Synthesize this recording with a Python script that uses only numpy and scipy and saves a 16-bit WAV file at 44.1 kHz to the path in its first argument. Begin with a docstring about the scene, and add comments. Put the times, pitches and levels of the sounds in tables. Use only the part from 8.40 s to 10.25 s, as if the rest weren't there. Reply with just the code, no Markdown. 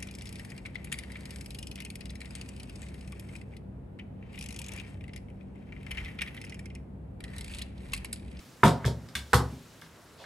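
"""A plastic toilet seat and lid are handled in a small tiled bathroom, over soft hiss and faint rubbing.
First the seat knocks against the bowl, shudders and rattles; loose hinges click and the bowl thuds.
After a few light taps the lid knocks, just before one second, with its own clicks, thud and rattle.
Faint last taps follow. The tiles give every hit a short, bright ring."""
import sys
import numpy as np
from scipy import signal
from scipy.io import wavfile

SR = 44100
rng = np.random.default_rng(int(sys.argv[2]) if len(sys.argv) > 2 else 0)


def dump_mix(stems):
    """Bounce the given channels to the path in sys.argv[1] as a 16-bit WAV at rate SR."""
    frames = np.atleast_2d(stems).T  # one column per channel
    limited = np.clip(frames, -1, 1)  # hard clip at full scale
    pcm = np.round(limited * 32767).astype(np.int16)
    wavfile.write(sys.argv[1], SR, pcm)


N = 81585
T = np.arange(N) / SR

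# the bathroom's reverb: (frequency [Hz], level [dB], t60 [s], left-right likeness [0-1])
ROOM = [(100, -4, 0.49, 1), (336, -5, 0.28, 0.81), (650, 3, 0.35, 0.82), (1210, -8, 0.31, 0.87),
        (2570, -4, 0.2, 0.73), (5330, 1, 0.23, 0.8), (13000, 0, 0.16, 0.59)]


def seat():
    """The seat knocks on the bowl and bounces, with a long clatter."""
    # (time [s], level [dB], brightness [Hz])
    hits = [(.2322, -12.5, 2240), (.2352, -19, 1330), (.252, -25.5, 875), (.2785, -27.5, 860),
            (.450, -33.5, 715), (.476, -33, 434)]
    # the seat's resonances: (frequency [Hz], level [dB], t60 [s])
    modes = [(390, -9, 0.097), (476, -7, 0.044), (641, -11, .045), (739, -11, 0.039), (858, -6.5, 0.042),
             (929, -3.5, 0.059), (1035, -2.5, 0.019), (1243, 3, 0.024), (1390, -3, 0.045),
             (1535, -2, 0.032), (2130, -6.5, 0.037)]
    return struck_plastic(hits, modes, clatter_db=-4, clatter_t60=0.1768, clatter_hz=(296, 1597))


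def lid():
    """The lid lands in a quick double knock and bounces once, with a tight clatter."""
    # (time [s], level [dB], brightness [Hz])
    hits = [(.9315, -18.5, 2530), (.9355, -15.5, 1860), (1.003, -31.5, 674)]
    # the lid's resonances: (frequency [Hz], level [dB], t60 [s])
    modes = [(376.6, -4.5, 0.095), (497, -7.5, 0.071), (824, -14, 0.057), (972, -6.5, 0.029),
             (1090, -1, 0.05), (1170, -1, 0.059), (1283, -0.5, 0.05), (1470, 3.5, 0.018),
             (1929, -8.5, 0.052), (2000, -13, 0.056), (2120, -14, 0.033)]
    return struck_plastic(hits, modes, clatter_db=-4, clatter_t60=0.0142, clatter_hz=(784, 1795))


def taps():
    """Plastic touches plastic lightly and rings high."""
    # (time [s], level [dB], brightness [Hz])
    hits = [(0.4441, -34.5, 1000), (.687, -56.5, 1000), (0.7522, -32.5, 8000), (.7548, -31.5, 4860),
            (1.42, -48, 990), (1.463, -59, 600), (1.84, -47.5, 1000)]
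    # a tap's resonances: (frequency [Hz], level [dB], t60 [s])
    modes = [(1151, -14.5, 0.056), (1587, -1, 0.038), (1757, 1, 0.019), (2153, 0.5, 0.025),
             (2920, -2.5, 0.0086), (3640, -7, 0.091), (5550, -6, 0.018), (9200, -1, .025)]
    return struck_plastic(hits, modes, clatter_db=-7, clatter_t60=0.16, clatter_hz=(1100, 3600))


def struck_plastic(hits, modes, clatter_db, clatter_t60, clatter_hz):
    """A shell rings and its many weak modes merge into clatter; a softer contact dulls both."""
    out, shell = 0, unit_blow(ring(modes))
    for s, db, brightness_hz in hits:
        clatter = unit_blow(filtered(rng.standard_normal(N) * decay(clatter_t60), clatter_hz, "band"))
        knock = filtered(shell + from_db(clatter_db) * clatter, brightness_hz, "low")
        out += from_db(db) * delayed(unit_blow(knock), s)
    return out


def bowl_thuds():
    """Weight lands softly, waking the low modes of bowl and room near its pitch, and a short rumble."""
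    # (time [s], level [dB], centre [Hz], spread to 10 dB down [octaves])
    landings = [(0.2321, -19, 167, 1.45), (0.4446, -23.5, 99.7, 1.15), (0.753, -34, 66.5, 0.56),
                (0.9317, -20.5, 81, 1.64), (1.001, -36, 142, 1.16), (1.115, -39.5, 216, 0.95),
                (1.417, -55, 140, 1.2)]
    # low resonances: (frequency [Hz], level [dB], t60 [s])
    bowl_modes = [(70.5, 2, 0.41), (89.5, -5, 0.068), (116.3, 1, 0.42), (136.1, 1, 0.33), (163, -3, 0.47),
                  (206.8, -6, 0.29), (235.8, -8.5, 0.51), (260, -3, 0.38), (405, -14, 0.23)]
    out, attack = 0, 1 - np.exp(-T / 0.0041)
    for s, db, centre, spread in landings:
        woken = [(hz, level - 10 * (np.log2(hz / centre) / spread) ** 2, t60)
                 for hz, level, t60 in bowl_modes]
        rumble = from_db(-6) * noise_band(np.sqrt(160 * centre), octaves=1.65) * decay(t60=0.45)
        out += from_db(db) * delayed((ring(woken) + rumble) * attack, s)
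    return out


def seat_shudder():
    """After its knock the seat flexes freely for a moment and is stopped as it settles."""
    # bending modes: (frequency [Hz], rms level at full swing [dB])
    modes = [(140, -16.5), (207, -17.5)]
    start_s, length_s = .233, .054
    swing = np.sqrt(np.abs(np.sin(np.pi * np.minimum(T / length_s, 1))))
    flex = sum(np.sqrt(2) * from_db(db) * np.sin(2 * np.pi * hz * T) for hz, db in modes)
    return delayed(swing * flex, start_s)


def hinge_clicks():
    """Loose hinges give hard, gritty cracks, coloured by their own ringing."""
    # (time [s], level [dB], brightness [Hz])
    clicks = [(.2345, -33, 3470), (.2395, -35, 10800), (.252, -32, 4950), (.263, -36.5, 5000),
              (0.2787, -36, 5900), (0.451, -40, 3970), (0.4611, -37, 6500), (.473, -45, 3480),
              (.687, -55, 5000), (0.7526, -33.5, 9400), (0.9329, -28, 8900), (0.9433, -28.5, 14600),
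              (.955, -36.5, 7000), (1.414, -52.5, 15100)]
    # hinge resonances: (frequency [Hz], width [Hz], level [dB])
    resonances = [(3540, 690, 5.5), (4920, 1200, -5.5), (8570, 580, -2), (11300, 850, -3.5)]
    out, grit_db = 0, 5
    for s, db, brightness_hz in clicks:
        grit = from_db(grit_db * flicker(600))
        burst = rng.standard_normal(N) * grit * decay(t60=0.048)
        crack = filtered(filtered(burst, 1900, "high"), brightness_hz, "low", order=1)
        ringing = sum(from_db(ring_db) * signal.lfilter(*signal.iirpeak(hz, hz / width, fs=SR), crack)
                      for hz, width, ring_db in resonances)
        out += from_db(db) * delayed(unit_blow(crack + ringing), s)
    return out


def handling_rubs():
    """Soft swells of friction noise as the seat is handled."""
    # (start [s], length [s], level [dB], centre [Hz])
    rubs = [(-.06, 0.22, -56.5, 170), (0.57, 0.18, -47.5, 170), (0.22, 0.17, -56, 3300),
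            (.38, 0.11, -51, 1200), (1.55, 0.12, -68, 960), (1.78, 0.069, -53.5, 620),
            (1.77, 0.085, -56.5, 3250)]
    out = 0
    for s, length, db, hz in rubs:
        swell = np.sin(np.pi * np.clip((T - s) / length, 0, 1))
        out += from_db(db) * swell * noise_band(hz, octaves=1)
    return out


def near_field(x):
    """Direct sound a little to the right, widened by a short, bright diffuse spread; one reflection."""
    # bounce off a nearby hard surface: (delay [s], left level [dB], right level [dB])
    reflections = [(.0028, -22, -17)]
    early = sum(delayed(x, s) * from_db([[left], [right]]) for s, left, right in reflections)
    spray = filtered(rng.standard_normal(N) * decay(t60=0.018), 298, "high")
    spray += from_db(15) * filtered(spray, 2500, "high", order=1)  # treble lift
    spread = from_db(-7.5) * signal.fftconvolve(x, spray / np.sqrt(np.sum(spray ** 2)))[:N]
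    return panned(x, right_db=2.5) + spread * [[1], [-1]] + early


def tile_reverb(x):
    """Dense echoes from the tiles build up quickly and die band by band."""
    predelay_s, build_s = 0.0039, 0.0018
    response, build = 0, 1 - np.exp(-np.maximum(T - predelay_s, 0) / build_s)
    for hz, share, noise in diffuse_bands():
        tail = noise * build * decay(t60=at_hz(ROOM, hz, column=2))
        response += from_db(at_hz(ROOM, hz)) * tail * np.sqrt(2 * share / np.sum(tail ** 2))
    return signal.fftconvolve(x[None], response, axes=1)[:, :N]


def room_tone():
    """Quiet hiss that flickers a little in every band; its treble rises and sinks slowly."""
    # (frequency [Hz], relative level per hertz [dB])
    spectrum = [(30, -26), (50, -12), (68, -6.5), (110, -3.5), (170, -7), (290, -8), (420, -10),
                (900, -15.5), (1500, -15), (2000, -21), (4200, -23), (7000, -26), (12000, -31.5),
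                (15500, -29.5)]
    # the treble's slow contour: (time [s], level before scaling [dB])
    contour = [(0.0, -54), (0.406, -69.5), (0.514, -70), (0.736, -68), (0.916, -52), (1.602, -64),
               (1.85, -64.5)]
    times, levels = np.transpose(contour)
    treble_db = 0.34 * np.interp(T, times, levels - np.median(levels))
    out, flicker_db = 0, 1
    for hz, share, noise in diffuse_bands():
        band_db = at_hz(spectrum, hz) + flicker_db * flicker(27) + treble_db * (hz > 2000)
        out += noise * np.sqrt(share) * from_db(band_db)
    return from_db(-54) * rms_one(out)


def diffuse_bands():
    """Half-octave stereo noise, as wide as the room: (centre [Hz], share of the spectrum, noise)."""
    edges = 32 * 2 ** (np.arange(19) / 2)
    white = rng.standard_normal((2, 2, N + SR // 4))
    for k, (low, high) in enumerate(zip(edges, edges[1:])):
        hz = np.sqrt(low * high)
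        mid, side = filtered(white[k % 2], [low, high], "band")[:, -N:]
        alike = at_hz(ROOM, hz, column=3)
        stereo = np.sqrt(1 + alike) * mid + np.sqrt(1 - alike) * side * [[1], [-1]]
        yield hz, (high - low) / (SR / 2), rms_one(stereo)


def ring(modes):
    """Struck modes as decaying sines of alternating sign."""
    return sum((-1) ** k * from_db(db) * decay(t60) * np.sin(2 * np.pi * hz * T)
               for k, (hz, db, t60) in enumerate(modes))


def noise_band(hz, octaves):
    """Noise around a centre, at rms 1."""
    half_width = 2 ** (octaves / 2)
    return rms_one(filtered(rng.standard_normal(N), [hz / half_width, hz * half_width], "band"))


def flicker(hz):
    """Random wavering up to a given rate, at rms 1."""
    return rms_one(filtered(rng.standard_normal(N), hz, "low"))


def decay(t60):
    """Fall by 60 dB every t60 seconds, down to a floor."""
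    return from_db(-60 * np.minimum(T / t60, 4))


def filtered(x, hz, kind, order=2):
    """Butterworth filter."""
    return signal.sosfilt(signal.butter(order, hz, kind, fs=SR, output="sos"), x)


def delayed(x, s):
    """The sound, s seconds later."""
    return np.interp(T - s, T, x, left=0)


def panned(x, right_db):
    """Stereo, with the right side right_db above the left."""
    return x * from_db([[-right_db / 2], [right_db / 2]])


def at_hz(table, hz, column=1):
    """Read a table's column on a log-frequency axis."""
    table = np.array(table)
    return np.interp(np.log(hz), np.log(table[:, 0]), table[:, column])


def from_db(db):
    """Decibels to gain."""
    return 10 ** (np.asarray(db) / 20)


def rms_one(x):
    """Scale to rms 1."""
    return x / np.sqrt(np.mean(x ** 2) + 1e-20)


def unit_blow(x):
    """Scale a blow to the energy of 10 ms at rms 1."""
    return x / np.sqrt(np.sum(x ** 2) / (.01 * SR) + 1e-20)


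def scene():
    """Plastic and bowl sound in the bathroom over its room tone."""
    plastic = seat() + lid() + taps() + hinge_clicks() + handling_rubs()
    low_end = filtered(bowl_thuds() + seat_shudder(), 42.4, "high")
    reverb_send = plastic + from_db(-8.5) * low_end
    return near_field(plastic) + panned(low_end, right_db=-.5) + tile_reverb(reverb_send) + room_tone()


def record(dry):
    """The microphone softens the highest treble, then a steep cut ends it."""
    soft = filtered(dry, 13750, "low")
    return signal.sosfilt(signal.ellip(10, .2, 80, 15800, fs=SR, output="sos"), soft)


dry = scene()
out = record(dry)
dump_mix(out)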